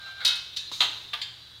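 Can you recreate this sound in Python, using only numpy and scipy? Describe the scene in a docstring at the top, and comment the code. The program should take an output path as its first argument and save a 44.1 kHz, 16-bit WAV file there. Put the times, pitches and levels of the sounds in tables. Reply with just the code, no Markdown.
"""A strip cutter runs through one cycle in a workshop, heard on a single microphone.
A stepper motor whines and feeds the strip to its stop; the steel knife clacks down, rattles and rings,
and its carrier lifts with a clink. An air valve vents, the slide bangs back, and two lighter knocks
follow, with faint squeaks from dry bearings. The knife, slide and knocks leave a short tail in the room.
Motor hum and the thin whirr of running gear go on underneath."""
import sys
import numpy as np
from scipy import signal
from scipy.fft import rfft, irfft, next_fast_len
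from scipy.io import wavfile
from scipy.ndimage import map_coordinates

SR = 44100
rng = np.random.default_rng(int(sys.argv[2]) if len(sys.argv) > 2 else 0)


def to_wav(sig):
    """Store sig (one row per channel, or 1-D mono) as 16-bit WAV at the path in sys.argv[1].

    Samples outside -1..1 are clipped; the rate is SR.
    """
    pcm = np.clip(np.atleast_2d(sig), -1, 1) * 32767
    pcm = np.round(pcm).astype(np.int16)
    wavfile.write(sys.argv[1], SR, pcm.T)  # frames by channels


N = 70560

# colour of the running gear and its loose parts: pitch_hz, level_db
GEAR_COLOUR = [(1500, -23.5), (2800, -13.5), (3300, -7), (3700, 1.5), (4050, -3.5), (4500, -13.5),
               (7000, -36)]


def amp(db):
    """Decibels to gain."""
    return 10 ** (np.asarray(db) / 20)


def clock():
    """Seconds at each sample."""
    return np.arange(N) / SR


def over_time(points):
    """(time_s, value) points read at each sample."""
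    return np.interp(clock(), *np.transpose(points))


def over_pitch(points, hz):
    """(pitch_hz, value) points read on a log axis."""
    pitches, values = np.transpose(points)
    return np.interp(np.log(hz + 1), np.log(pitches + 1), values)


def fade(t, t60_s):
    """Exponential decay from t = 0."""
    return np.exp(-np.log(1000) * np.maximum(t, 0) / t60_s)


def rise(t, rise_s):
    """Soft onset at t = 0."""
    return 1 - np.exp(-np.maximum(t, 0) / rise_s)


def wobble(rate_hz):
    """A smooth random curve with rate_hz knots a second."""
    return map_coordinates(rng.standard_normal(1000), [clock() * rate_hz], mode="wrap")


def filtered(x, response):
    """x shaped by a gain that depends on frequency."""
    size = next_fast_len(N + SR // 2)
    return irfft(rfft(x, size) * response(np.fft.rfftfreq(size, 1 / SR)), size)[:N]


def noise(colour):
    """Coloured noise of rms 1."""
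    x = filtered(rng.standard_normal(N), lambda hz: amp(over_pitch(colour, hz)))
    return x / np.sqrt(np.mean(x ** 2) + 1e-20)


def crowd(colour, ripple_db=4.5, spacing_hz=22.05):
    """A spectrum broken into the machine's many narrow resonances, each of random strength."""
    hz = np.arange(1, 1000) * spacing_hz
    return np.transpose([hz, over_pitch(colour, hz) + ripple_db * rng.standard_normal(len(hz))])


def tone(hz, db, drift_hz, flutter_db):
    """A sine wavering about the given pitch and rms level."""
    phase = 2 * np.pi * (np.cumsum(hz + drift_hz * wobble(24.99)) / SR + rng.random())
    return np.sqrt(2) * amp(db + flutter_db * wobble(21.95)) * np.sin(phase)


def in_room(x):
    """x dies away in the workshop, the treble first."""
    # reverberation: pitch_hz, t60_s
    room_decay = [(300, 0.93), (1200, 0.64), (3800, 0.57), (7000, 0.53), (14000, 0.32)]
    hz, t, spectra = signal.stft(x, SR, nperseg=256)
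    decay = fade(t, over_pitch(room_decay, hz)[:, None])
    return signal.istft(spectra * decay, SR, nperseg=256)[1][:N]


def ring(hits, modes, attack_s, max_t60_s, blur):
    """Every blow adds energy to the decaying modes; reflections blur their level and phase."""
    t, out = clock(), np.zeros(N)
    for hz, db, t60_s in modes:
        energy = sum((amp(hit_db) * rise(t - s, attack_s) * fade(t - s, min(t60_s, max_t60_s))) ** 2
                     for s, hit_db in hits)
        scatter = 1 + blur * (wobble(46.97) + 1j * wobble(65.1))
        vibration = np.exp(2j * np.pi * (hz * t + rng.random()))
        out += amp(db) * np.sqrt(energy) * np.real(scatter * vibration)
    return out / np.sqrt(sum(amp(db) ** 2 for _, db, _ in modes) / 2)


def strike(hits, body, modes, attack_s, clack_t60_s, clack_db, room_db, ring_db,
           max_t60_s, blur, ripple_db):
    """Each blow gives a short clack of dense weak modes, a tail in the room and a ring of clear modes."""
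    t, out = clock(), np.zeros(N)
    resonances = crowd(body, ripple_db)
    for start_s, db in hits:
        clack = amp(clack_db) * noise(body) * fade(t, clack_t60_s)
        tail = amp(room_db) * in_room(noise(resonances)) * rise(t, 0.009)
        blow = (clack + tail) * rise(t, attack_s)
        start = round(start_s * SR)
        out[start:] += amp(db) * blow[:N - start]
    return out + amp(ring_db) * ring(hits, modes, attack_s, max_t60_s, blur)


def workshop():
    """The bed of the place: motor hum, room tone and the uneven whirr and whistle of running gear."""
    # motor tones and the colour of the room tone: pitch_hz, level_db
    hum_tones = [(74, -68.5), (88, -70.5), (115, -64.5), (168, -73)]
    room_colour = [(25, -7), (42, -10.5), (85, -4), (130, -8), (230, -12), (600, -15), (1200, -11),
                   (1600, -7), (2300, -16), (3300, -5), (3900, -6), (5200, -14), (8800, -24), (15500, -30)]
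    # swell of the running gear: time_s, level_db
    whirr_level = [(0, -50), (.5, -46.5), (1.05, -45), (1.3, -53), (1.55, -54), (1.6, -57)]
    whistle_level = [(0, -65), (1.1, -66), (1.3, -61), (1.6, -63)]
    hum = sum(tone(hz, db, drift_hz=4.17, flutter_db=2.5) for hz, db in hum_tones)
    whirr = noise(crowd(GEAR_COLOUR)) * amp(over_time(whirr_level) + 1.5 * wobble(59.6))
    whistle = tone(4680, over_time(whistle_level), drift_hz=1.6, flutter_db=1.5)
    return hum + amp(-55) * noise(room_colour) + whirr + whistle


def feed(step_hz=393.8, stop_s=0.207):
    """The stepper whines under load and the roller sings while the strip scrapes through."""
    # overtones of the step rate: multiple, level_db
    overtones = [(4, -42.5), (6, -59), (7, -63), (8, -58.5), (9, -57.5), (10, -54)]
    # the stepper's load as it pulls: time_s, gain_db
    load = [(0, -6.5), (.05, -3), (.1, 0.5), (.15, -4.5), (.2, -2)]
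    # the roller's note: time_s, pitch_hz
    roller_pitch = [(0, 3990), (.07, 4005), (.12, 4055), (.18, 4070), (.22, 4020)]
    # colour of the scrape: pitch_hz, level_db
    scrape_colour = [(400, -22.5), (690, -7), (1050, -10), (1270, 1.5), (1850, -11), (2300, -8.5),
                     (3900, -9.5), (5500, -16), (12000, -38)]
    # swell of the scrape: time_s, level_db
    scrape_level = [(0, -55), (.05, -52.5), (.08, -46.5), (.15, -57.5), (.22, -49)]
    whine = sum(tone(multiple * step_hz, db + over_time(load), drift_hz=1.6, flutter_db=0.5)
                for multiple, db in overtones)
    roller = tone(over_time(roller_pitch), db=-49.5, drift_hz=6, flutter_db=3)
    scrape = noise(crowd(scrape_colour)) * amp(over_time(scrape_level))
    return (whine + roller + scrape) * fade(clock() - stop_s, t60_s=0.72)


def strip_stop():
    """The strip bumps softly against its stop."""
    # bumps: start_s, level_db
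    hits = [(.2, -33), (0.267, -32.5), (0.308, -37)]
    # their colour: pitch_hz, level_db
    body = [(300, -40), (700, -15), (1150, -19.5), (1440, 1.5), (1750, -10.5), (2080, -4), (2700, -20),
            (3600, -3.5), (4200, -5), (5500, -29), (14000, -43)]
    t, resonances = clock(), crowd(body)
    return sum(amp(db) * noise(resonances) * rise(t - s, 0.0097) * fade(t - s, t60_s=0.41)
               for s, db in hits)


def knife(crack_rise_s=0.0006):
    """The knife lands with a crack of steel on steel and rattles, its thin edge ringing high."""
    # landing and rebounds: start_s, level_db
    hits = [(0.2486, -17.5), (.277, -24), (0.356, -34.5)]
    # clear modes of the blade and its edge: pitch_hz, level_db, t60_s
    blade_modes = [(1030, -24, .3), (1410, -19, .45), (2066, -23, .4), (2579, -10, .54), (2832, -17, .42),
                   (3058, -11, .55), (3182, -13, .42), (3278, -11, .42), (3542, -12, .5), (3580, -18, 1.4),
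                   (3788, 2.5, .34), (3838, -1, .25), (3994, -10, .5), (4247, -8, .47), (4480, -10, .36),
                   (4867, -12, .24), (5028, -12, .32), (5830, -20, .3)]
    edge_modes = [(6681, -2, 0.058), (7020, 4, 0.34), (8620, 1, 0.13), (9460, -1.5, 0.18),
                  (10200, -4.5, 0.16)]
    # colours of the clack and the bright crack: pitch_hz, level_db
    body = [(200, -32.5), (400, -42.5), (620, -26), (1050, -29.5), (1450, -18), (1800, -23), (2900, -14),
            (3800, -1), (4900, -11), (5900, -14), (7600, -24), (10300, -28), (15500, -35)]
    crack_colour = [(1000, -38), (4000, 4), (9000, 7), (15500, -15)]
    out = strike(hits, body, blade_modes, attack_s=0.002, clack_t60_s=0.097, clack_db=2.5,
                 room_db=-8.5, ring_db=-1, max_t60_s=0.86, blur=0.15, ripple_db=5.5)
    out += amp(-18) * ring(hits, edge_modes, crack_rise_s, max_t60_s=0.15, blur=0.78)
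    t = clock()
    for start_s, db in hits:
        crack = amp(-9) * noise(crack_colour) * rise(t, crack_rise_s) * fade(t, t60_s=0.022)
        out += amp(db) * np.pad(crack, (round(start_s * SR), 0))[:N]
    return out


def carrier():
    """The knife's carrier meets its upper stop with a light clink."""
    # contacts: start_s, level_db
    hits = [(0.5626, -36), (.568, -30)]
    # colour of the clink: pitch_hz, level_db
    body = [(500, -42), (1450, -22.5), (2900, -14.5), (3800, -1.5), (5000, -11), (7200, -21.5),
            (15500, -37.5)]
    # clear modes: pitch_hz, level_db, t60_s
    modes = [(2575, -15, .45), (3058, -10, .4), (3600, -5, .25), (3842, 1, .3), (4000, -7, .25),
             (4247, -5, .36), (4497, -6, .24), (5028, -10, .25), (5830, -13, .35)]
    return strike(hits, body, modes, attack_s=0.0013, clack_t60_s=0.071, clack_db=4,
                  room_db=-8, ring_db=-1.5, max_t60_s=0.5, blur=0.27, ripple_db=6)


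def loose_parts():
    """Loose steel parts rattle in short, dry bursts."""
    # rattles: start_s, level_db
    hits = [(0.664, -42), (0.732, -31)]
    t, resonances = clock(), crowd(GEAR_COLOUR)
    return sum(amp(db) * noise(resonances) * rise(t - s, 0.0049) * fade(t - s, t60_s=0.14)
               for s, db in hits)


def bearings():
    """Dry bearings rub and sing briefly as the parts move."""
    # squeaks: start_s, end_s, pitch_hz, level_db
    squeaks = [(.671, .686, 4090, -39), (1.09, 1.125, 3605, -47), (1.41, 1.575, 3946, -54),
               (1.45, 1.58, 3381, -55)]
    t, out = clock(), np.zeros(N)
    for start_s, end_s, hz, db in squeaks:
        envelope = rise(t - start_s, 0.0056) * fade(t - end_s, t60_s=0.063)
        out += tone(hz, db, drift_hz=16.3, flutter_db=3.5) * envelope
    return out


def valve(start_s=0.7155):
    """The valve thumps over and air hisses out."""
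    # colours of the thump and the escaping air: pitch_hz, level_db
    thump_colour = [(100, -11), (250, -5), (500, -3), (750, -6.5), (1200, -1), (2200, -11.5), (3800, 5.5),
                    (6000, -16), (12000, -29)]
    exhaust_colour = [(590, -54), (1000, -17.5), (1900, -27), (3450, -16), (3740, 0), (5520, -17),
                      (6340, -11.5), (8540, -26), (15500, -32)]
    t = clock() - start_s
    thump = amp(-31.5) * noise(thump_colour) * rise(t, 0.00037) * fade(t, t60_s=0.068)
    exhaust = amp(-36.5) * noise(exhaust_colour) * rise(t, 0.0064) * fade(t, t60_s=1)
    return thump + exhaust


def slide():
    """The slide bangs home and rings."""
    # bang and rebound: start_s, level_db
    hits = [(.8045, -16.5), (.828, -28)]
    # colour of the bang: pitch_hz, level_db
    body = [(150, -32), (260, -24.5), (480, -24), (750, -17), (1200, -12), (1750, -14), (2200, -11.5),
            (3100, -4.5), (3850, 1), (5400, -22), (6600, -18), (9300, -32.5), (15500, -37)]
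    # clear modes: pitch_hz, level_db, t60_s
    modes = [(705, -18, .45), (794, -12, .16), (980, -6, .21), (1160, -5, .15), (1254, -3, .23),
             (2019, -10, .26), (2643, -3, .22), (2794, -7, .21), (3176, 3, .26), (3380, -5, .24),
             (3630, -2, .3), (3741, -7, .48), (3833, -2, .28), (3920, 2, .3), (4020, -3, .36),
             (4248, -4, .2), (6970, -18, .17)]
    return strike(hits, body, modes, attack_s=0.00094, clack_t60_s=0.18, clack_db=0,
                  room_db=-9, ring_db=-4, max_t60_s=0.62, blur=0.14, ripple_db=4.5)


def frame():
    """The frame takes a dull knock that dies quickly."""
    # contacts: start_s, level_db
    hits = [(1.1325, -30.5), (1.1365, -28.5)]
    # colour of the knock: pitch_hz, level_db
    body = [(250, -31), (705, -15), (823, -14.5), (1160, -6.5), (1360, -12.5), (1610, -6), (2060, -8),
            (3010, -5.5), (3390, 3), (7130, -30), (15500, -32.5)]
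    # clear modes: pitch_hz, level_db, t60_s
    modes = [(700, -9, .2), (898, -8, .28), (1195, 0, .16), (1657, 1.5, .12), (2740, 1, .15),
             (3260, -1, .14), (3440, 1, .11), (3943, 4, .1)]
    return strike(hits, body, modes, attack_s=0.00049, clack_t60_s=0.073, clack_db=2.5,
                  room_db=-9.5, ring_db=-5, max_t60_s=0.36, blur=0.4, ripple_db=3)


def latch():
    """A latch drops with a light, ringing knock."""
    # contact: start_s, level_db
    hits = [(1.2145, -30)]
    # colour of the knock: pitch_hz, level_db
    body = [(350, -45), (950, -18), (1300, -30), (1650, -11.5), (2600, -8), (3200, 1), (3870, -3.5),
            (4620, -1.5), (5900, -23), (7200, -16.5), (9000, -30), (15500, -34)]
    # clear modes: pitch_hz, level_db, t60_s
    modes = [(1670, -14, .28), (3060, -10, .4), (3182, -5, .5), (3230, -5, .4), (3590, -4, .55),
             (4250, -1, .35), (4650, -3, .2), (4760, -1, .17), (7170, -7, .11)]
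    return strike(hits, body, modes, attack_s=0.0029, clack_t60_s=0.092, clack_db=4,
                  room_db=-7.5, ring_db=-3.5, max_t60_s=0.42, blur=0.57, ripple_db=3.5)


def scene():
    """The cutter and the workshop around it, at one microphone."""
    contacts = knife() + carrier() + slide() + frame() + latch() + strip_stop() + loose_parts()
    return (contacts + feed() + bearings() + valve() + workshop())[None]


def record(dry):
    """The microphone's channel passes nothing above 15.8 kHz."""
    return filtered(dry[0], lambda hz: hz < 15800)[None]


dry = scene()
out = record(dry)
to_wav(out)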